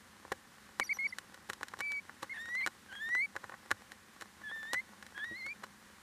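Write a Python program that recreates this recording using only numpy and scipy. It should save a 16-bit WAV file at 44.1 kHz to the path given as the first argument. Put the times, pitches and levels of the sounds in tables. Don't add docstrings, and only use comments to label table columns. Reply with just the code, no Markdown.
import sys
import numpy as np
from scipy import signal
from scipy.fft import rfft, irfft
from scipy.io import wavfile
from scipy.ndimage import uniform_filter1d

SR = 44100
rng = np.random.default_rng(int(sys.argv[2]) if len(sys.argv) > 2 else 0)


def generate_wav(signal):
    frames = np.transpose(np.atleast_2d(signal))
    scaled = np.clip(frames, -1, 1) * 32767
    pcm = np.round(scaled).astype(np.int16)
    wavfile.write(sys.argv[1], SR, pcm)


N = 265482

# t/s, f/Hz, level/dB
HELD = [(1.803, 2174, -43.5), (1.829, 2310, -40), (1.865, 2320, -38.5), (1.989, 2262, -38.5),
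        (2.001, 2310, -45)]
BEG_1 = [(2.334, 1770, -53), (2.342, 1834, -46), (2.362, 1814, -49), (2.368, 1878, -45.5),
         (2.38, 1760, -43), (2.392, 1777, -44.5), (2.422, 1853, -45), (2.466, 1860, -48.5),
         (2.554, 1983, -35.5), (2.59, 2130, -36), (2.622, 2025, -36), (2.648, 2310, -36),
         (2.657, 2150, -47)]
BEG_2 = [(2.886, 1616, -58), (2.922, 1507, -51.5), (2.936, 1625, -50.5), (2.988, 1615, -52.5),
         (3.02, 1765, -40), (3.092, 1860, -40), (3.138, 1981, -31), (3.154, 1968, -32), (3.202, 2072, -32),
         (3.236, 2307, -33.5), (3.254, 2274, -36.5), (3.261, 2270, -41)]
BEG_3 = [(4.43, 1753, -64), (4.438, 1728, -49), (4.476, 1716, -42.5), (4.502, 1665, -48.5),
         (4.526, 1795, -41.5), (4.62, 1770, -47), (4.646, 1744, -45), (4.69, 1826, -47.5),
         (4.776, 2022, -34), (4.8, 2105, -37.5), (4.811, 2190, -53)]
BEG_4 = [(5.145, 1654, -56), (5.159, 1642, -50), (5.221, 1705, -41.5), (5.241, 1791, -37),
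         (5.259, 1912, -47), (5.333, 1898, -44.5), (5.387, 2196, -49.5), (5.425, 2035, -45),
         (5.461, 2195, -42.5), (5.483, 2198, -43), (5.517, 2407, -42), (5.534, 2336, -48)]
# tune, base overtone level/dB, extra for the upper overtones/dB
LONG_SQUEAKS = [(HELD, -63, 1), (BEG_1, -62, 1), (BEG_2, -62, 0.84), (BEG_3, -64.5, 0.94),
                (BEG_4, -59.5, -6)]
# t/s, half-width/s, roughness/0-1, overtone boost/dB
RASPS = [(2.36, .03, .75, 0), (2.405, .02, .1, 6), (2.615, .013, .4, 4), (2.925, .028, .55, 0),
         (2.975, .028, .15, 13), (4.5, .016, .4, 11), (5.185, .03, .55, 3), (5.4, .04, .05, 7)]
# start/s, length/s, f/Hz, rise to the crest/Hz, base level/dB
PEEPS = [(.809, 0.025, 2137, 165, -40), (0.892, 0.04, 2143, 176, -36.5), (.987, 0.085, 2167, 137, -37),
         (1.124, 0.015, 2110, 0, -46.5), (2.294, 0.042, 2104, 80, -46)]
# start/s, time at the top/s, fall/s, top f/Hz, level/dB
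FLIPS = [(.830, 0.029, 0.019, 5890, -50), (.927, 0.04, 0.0046, 6000, -51.5),
         (1.074, 0.016, 0.014, 5620, -54)]
# f/Hz, gain/dB
OVERTONE_COLOUR = [(3300, 5.5), (3650, 6), (3900, -4.5), (4150, 1), (4600, -2), (4900, -22), (5750, -6),
                   (6400, -13), (6800, -16), (7300, -7), (7700, -15), (8200, -12), (9200, -12),
                   (10200, -20), (11600, -24), (12500, -14), (14000, -33)]
# t/s, strength/dB, thud/dB, crack/dB, chip f/Hz, claw drag/0-1
SNAPS = [(0.2508, -44.5, 7, -17, 353, 0), (0.3184, -27.5, 4, -12, 427, 0.1),
         (0.3217, -25, -12, -9, 1700, 0.02), (0.7981, -18.5, -4.5, -6, 1790, 0.02),
         (0.8028, -39, 3, -13, 353, 0.1), (.9696, -42.5, 0, -8, 1050, 0),
         (1.1849, -29.5, -12.5, -3, 1620, 0.02), (1.3439, -41, -11, -4.5, 1470, .4),
         (1.499, -25, -14, -9.5, 1700, 0.36), (1.5328, -36.5, -10, -1, 1120, 0.2),
         (1.6098, -40, 3, -10, 813, 0), (1.631, -25, -11, -11, 1510, 0.02),
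         (1.6838, -40, -20, -1.5, 1470, 0), (1.737, -32, -6.5, -18.5, 1110, 0.08),
         (1.79, -41.5, -8, -3.5, 985, .8), (1.8054, -25.5, -13.5, -8, 1640, .3),
         (1.919, -36.5, -10.5, -1, 1620, 0.1), (2.0944, -35, -9, -21, 1450, 0.24),
         (2.2298, -33.5, 1, -5.5, 1030, 0.9), (2.243, -40.5, -6, -12, 1700, 0),
         (2.4566, -37.5, -18, -12, 1510, 0.05), (2.4877, -38, -8, -13, 1680, 0),
         (2.5517, -38.5, -12, -4, 1530, 0.37), (2.663, -22.5, -9, -7, 1450, 0.01),
         (2.6729, -22, -22, -12, 1440, 0.23), (2.926, -39, -15, -14, 1600, 0.3),
         (2.953, -35.5, -22, -17, 1630, 0.13), (3.0891, -38, -9, -12, 1390, 0.51),
         (3.1502, -25, -12, -15, 1560, 0.02), (3.3548, -41, 5.5, -13, 853, 0),
         (3.3638, -25.5, -10, -14, 1700, .12), (3.4416, -34.5, -10, -20.5, 1130, 0.67),
         (3.4954, -36, -3.5, -15, 1490, 0.02), (3.522, -38, -12, -25, 1110, 0.52),
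         (3.5404, -36.5, -7, -27, 1130, 0.34), (3.7072, -27.5, -7, -11, 1520, 0.06),
         (3.714, -15, -11.5, -11.5, 1610, 0.02), (3.919, -36.5, -30, -7, 1730, 0.27),
         (4.2107, -36, -18, -4, 1670, 0.28), (4.2212, -34, -6, -7.5, 1370, 0.3),
         (4.4166, -46, 2, -11, 1700, 0.3), (4.5138, -36, -4, -22, 1700, 0),
         (4.6301, -36.5, -11, -11, 1680, 0.08), (4.733, -28, 1, 2, 750, 0.11),
         (4.743, -23, -27, -14, 1695, 0.09), (4.934, -49, 2.5, -18, 1110, 0.1),
         (5.026, -37.5, -11, -7, 1680, 0), (5.065, -42, -18, -4, 1700, 0.28),
         (5.1779, -32.5, -17, -18, 1680, 0.17), (5.2427, -34, -16, -14.5, 1740, 0),
         (5.464, -36, -14, -9, 1440, 0.41), (5.639, -33.5, -5, -11.5, 1140, 0.73)]
# f/Hz, gain/dB
CHIP_COLOUR = [(50, -36), (95, -5.5), (150, -16), (350, -7), (680, -11), (1000, -8.5), (1800, -18),
               (2150, -19), (2550, -19.5), (4000, -21), (4800, -24), (7000, -23), (11000, -28.5),
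               (15000, -37.5)]
# f/Hz, width/Hz, boost/dB
BOX_RESONANCES = [(318, 126, 4.5), (531.4, 70, 9), (802, 125, 9), (1085, 227, 8.5), (1466, 110, 6),
                  (1808, 550, 13), (2980, 105, 7), (4015, 410, 7), (5530, 370, 5), (7060, 230, 4),
                  (8300, 240, 3.5), (10340, 480, 0.5)]
# t/s, level/dB, gain of the lowest floor tone/dB
STEPS = [(.319, -45.5, -6.5), (.8, -44, -6), (3.716, -48, -2), (4.734, -57, -6), (5.313, -46.5, -22),
         (5.322, -51, -15), (5.45, -60, -8)]
# f/Hz, gain/dB, time to fade by 60 dB/s
FLOOR_TONES = [(98, 1.5, 0.18), (223, -4.5, 0.084), (329, -2, 0.085), (434, 1, 0.015), (575, -7, 0.059)]
# f/Hz, gain/dB
MURMUR_COLOUR = [(20, -18), (45, -10), (88, -3), (135, -8.5), (175, -5.5), (210, 3.5), (255, -8),
                 (680, -17.5), (1100, -11), (1850, -10.5), (2500, -14.5), (9000, -19.5), (12000, -24),
                 (15000, -29.5)]


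def owls():
    out = np.zeros(N)
    for row in PEEPS:
        add(out, *peep(*row))
    for row in FLIPS:
        for note in flip_notes(*row):
            add(out, *high_whistle(note))
    for row in LONG_SQUEAKS:
        add(out, *long_squeak(*row))
    return out


def long_squeak(tune, overtone_db, upper_extra_db, dull_db=-12, clearing_s=0.02):
    times, hz, db = np.transpose(tune)
    t = np.arange(times[0], times[-1], 1 / SR)
    hz, db = np.interp(t, times, hz), np.interp(t, times, db)
    rough, flare_db = sum(np.outer(amounts, np.exp(-((t - at) / width) ** 2))
                          for at, width, *amounts in RASPS)
    bright_db = overtone_db + 0.5 * (db + 40.5)
    bright_db += dull_db * np.exp((times[0] - t) / clearing_s)
    upper_db = bright_db + upper_extra_db + .4 * flare_db
    return whistle(np.c_[t, hz, db, bright_db + flare_db, upper_db, rough])


def peep(start, length, hz, rise_hz, db):
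    t = np.arange(0, length, 1 / SR)
    left = length - t
    slide_hz = 110 * np.exp(-t / 0.0038)
    crest_hz = rise_hz * np.exp(-((left - 0.014) / 0.0133) ** 2)
    drop_hz = 204 * np.exp(-left / 0.0046)
    hz = hz + crest_hz - slide_hz - drop_hz
    accent_db = 2 * np.exp(-t / .014)
    swell_db = 5.5 * np.exp(-((left - 0.011) / 0.016) ** 2)
    db = db + accent_db + swell_db
    overtone_db = db - 28
    return whistle(np.c_[start + t, hz, db, overtone_db, overtone_db + 1, np.zeros(len(t))])


def whistle(rows, wander_db=2.0):
    hz, gate, (main_db, octave_db, upper_db, rough) = glide(rows, jitter=.0025, edge_s=.004)
    rough, size = np.clip(rough, 0, 1), len(hz)
    quaver = .05 * waver(size, hz=300) + .025 * waver(size, hz=70)
    phase = 2 * np.pi * np.cumsum(hz * (1 + rough * quaver)) / SR
    flutter = 1 + .025 * waver(size, hz=35) + .4 * rough * waver(size, hz=300)
    flutter += .45 * rough * waver(size, hz=150) * np.sin(phase / 2)
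    voice = amp(main_db) * np.sin(phase)
    for k in range(2, 8):
        colour_db = db_at(OVERTONE_COLOUR, k * hz) + wander_db * min(k / 2, 2) * waver(size, hz=20)
        voice += amp((octave_db if k == 2 else upper_db) + colour_db) * np.sin(k * phase)
    return rows[0][0], np.sqrt(2) * gate * flutter * voice


def flip_notes(start, top_s, fall_s, top_hz, db, climb_s=.008, foot_hz=4470, break_hz=4870):
    up, down = start + climb_s, start + climb_s + top_s
    sag_hz = 6300 * top_s
    climb = [(start, foot_hz, db), (up, break_hz, db - 2)]
    top = [(up, top_hz, db), (down, top_hz - sag_hz, db - 2)]
    fall = [(down, break_hz, db - 2), (down + fall_s, foot_hz, db - 4)]
    return [climb, top, fall] if fall_s > climb_s else [climb, top]


def high_whistle(rows, octave_db=-10):
    hz, gate, (db,) = glide(rows, jitter=0.005, edge_s=0.0023)
    scratch = .018 * waver(len(hz), hz=450)
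    phase = 2 * np.pi * np.cumsum(hz * (1 + scratch)) / SR
    voice = np.sin(phase) + amp(octave_db) * np.sin(2 * phase)
    return rows[0][0], np.sqrt(2) * gate * amp(db) * voice


def chip_snaps(crumble_s=0.0012, echo_s=0.003, size=4096):
    out, t, hz = np.zeros(N), np.arange(size) / SR, np.fft.rfftfreq(size, 1 / SR)
    bass = 1 / (1 + (hz / 1200) ** 8)
    treble = 1 - 1 / (1 + (hz / 2600) ** 12)
    middle = 1 - bass - treble
    crumble = 0.19 * t / crumble_s * np.exp(-t / crumble_s)
    echo = 0.12 * np.exp(-t / echo_s)
    for start, db, thud_db, crack_db, chip_hz, _ in SNAPS:
        force = rng.standard_normal(size) * (crumble + echo)
        force[20] += 1
        body_db = 6 / (1 + ((hz / chip_hz - 1) / .25) ** 2)
        force_db = 10 * np.log10(uniform_filter1d(abs(rfft(force)) ** 2, size=25))
        colour_db = chip_in_box_db(hz) + body_db - force_db
        power = abs(rfft(force) * amp(colour_db)) ** 2
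        shares = [(bass, thud_db), (middle, 0), (treble, crack_db)]
        balance_db = sum(band * (level - 10 * np.log10((band * power).sum())) for band, level in shares)
        snap = signal.fftconvolve(force, ring(colour_db + balance_db))[:size]
        knock = irfft(rfft(snap) * middle)
        add(out, start, amp(db + 3) * snap / np.sqrt((knock ** 2).sum() / 10))
    return out


def claw_scrapes(slips_per_s=2500, drag_s=.028, lead_s=.013, size=2048):
    out, hz = np.zeros(N), np.fft.rfftfreq(size, 1 / SR)
    treble = 1 - 1 / (1 + (hz / 2600) ** 6)
    stroke = np.hanning(round(drag_s * SR))
    for snap_s, db, _, crack_db, _, drag in SNAPS:
        bright_db = 11 + 0.86 * crack_db
        slips = stroke * rng.standard_normal(len(stroke)) * (rng.random(len(stroke)) < slips_per_s / SR)
        scrape = signal.fftconvolve(slips, ring(chip_in_box_db(hz) + bright_db * treble))
        scrape /= np.sqrt((scrape ** 2).sum() / len(stroke) + 1e-20)
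        add(out, snap_s - lead_s, drag * amp(db - 12) * scrape)
    return out


def footsteps(size=9000):
    out, t = np.zeros(N), np.arange(size) / SR
    lowest, *upper = (amp(db - 60 * t / fade_s) * np.sin(2 * np.pi * hz * t)
                      for hz, db, fade_s in FLOOR_TONES)
    for start, db, weight_db in STEPS:
        add(out, start, amp(db) * (amp(weight_db) * lowest + sum(upper)))
    return out


def chip_rustle(ticks_per_s=350, spread_db=5, still_db=-74, stirred_db=-73.5, stir_s=0.093, size=2048):
    hz, t = np.fft.rfftfreq(size, 1 / SR), np.arange(N) / SR
    ticks = (rng.random(N) < ticks_per_s / SR) * rng.choice([-1, 1], N)
    strength = amp(spread_db * np.minimum(rng.exponential(1, N), 4.6))
    rustle = signal.oaconvolve(ticks * strength, ring(chip_in_box_db(hz)))[:N]
    stir = sum(np.exp(-abs(t - snap_s) / stir_s) for snap_s, *_ in SNAPS)
    return unit_level(rustle) * (amp(still_db) + amp(stirred_db) * np.sqrt(stir))


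def murmur(level_db=-59.5, swell_db=0.4):
    hz = np.fft.rfftfreq(N, 1 / SR)
    colour_db = db_at(MURMUR_COLOUR, hz) + 0.51 * box_db(hz) / (1 + (hz / 2500) ** 2)
    air = irfft(rfft(rng.standard_normal(N)) * amp(colour_db), N)
    return unit_level(air) * amp(level_db + swell_db * waver(N, hz=14))


def box_db(hz):
    return sum(db / (1 + (2 * (hz - centre) / width) ** 2) for centre, width, db in BOX_RESONANCES)


def chip_in_box_db(hz):
    return db_at(CHIP_COLOUR, hz) + box_db(hz)


def ring(db):
    log_gain = np.log(amp(np.r_[db, db[-2:0:-1]]))
    return np.fft.ifft(np.exp(np.conj(signal.hilbert(log_gain)))).real


def glide(rows, jitter, edge_s):
    times, *columns = np.transpose(rows)
    t = np.arange(times.min(), times.max(), 1 / SR)
    hz, *others = (uniform_filter1d(np.interp(t, times, column), size=260) for column in columns)
    gate = np.sin(np.pi / 2 * np.clip(np.minimum(t - t[0], t[-1] - t) / edge_s, 0, 1))
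    return hz * (1 + jitter * waver(len(t), hz=40)), gate, others


def waver(size, hz):
    rolloff = 1 + (np.fft.rfftfreq(size, 1 / SR) / hz) ** 2
    return unit_level(irfft(rfft(rng.standard_normal(size)) / rolloff, size))


def db_at(colour, hz):
    points_hz, db = np.transpose(colour)
    return np.interp(np.log(hz + 1), np.log(points_hz + 1), db)


def amp(db):
    return 10 ** (np.asarray(db) / 20)


def unit_level(x):
    return x / np.sqrt(np.mean(x ** 2) + 1e-20)


def add(mix, start_s, sound):
    part = mix[max(round(start_s * SR), 0):][:len(sound)]
    part += sound[:len(part)]


def scene():
    return (owls() + chip_snaps() + claw_scrapes() + footsteps() + chip_rustle() + murmur())[None]


def record(dry, low_hz=35, high_hz=15400):
    thinned = signal.sosfilt(signal.butter(2, low_hz, "highpass", fs=SR, output="sos"), dry)
    treble_cut = signal.firwin(401, high_hz, window=("kaiser", 9), fs=SR)
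    return signal.oaconvolve(thinned, treble_cut[None], "same")


dry = scene()
out = record(dry)
generate_wav(out)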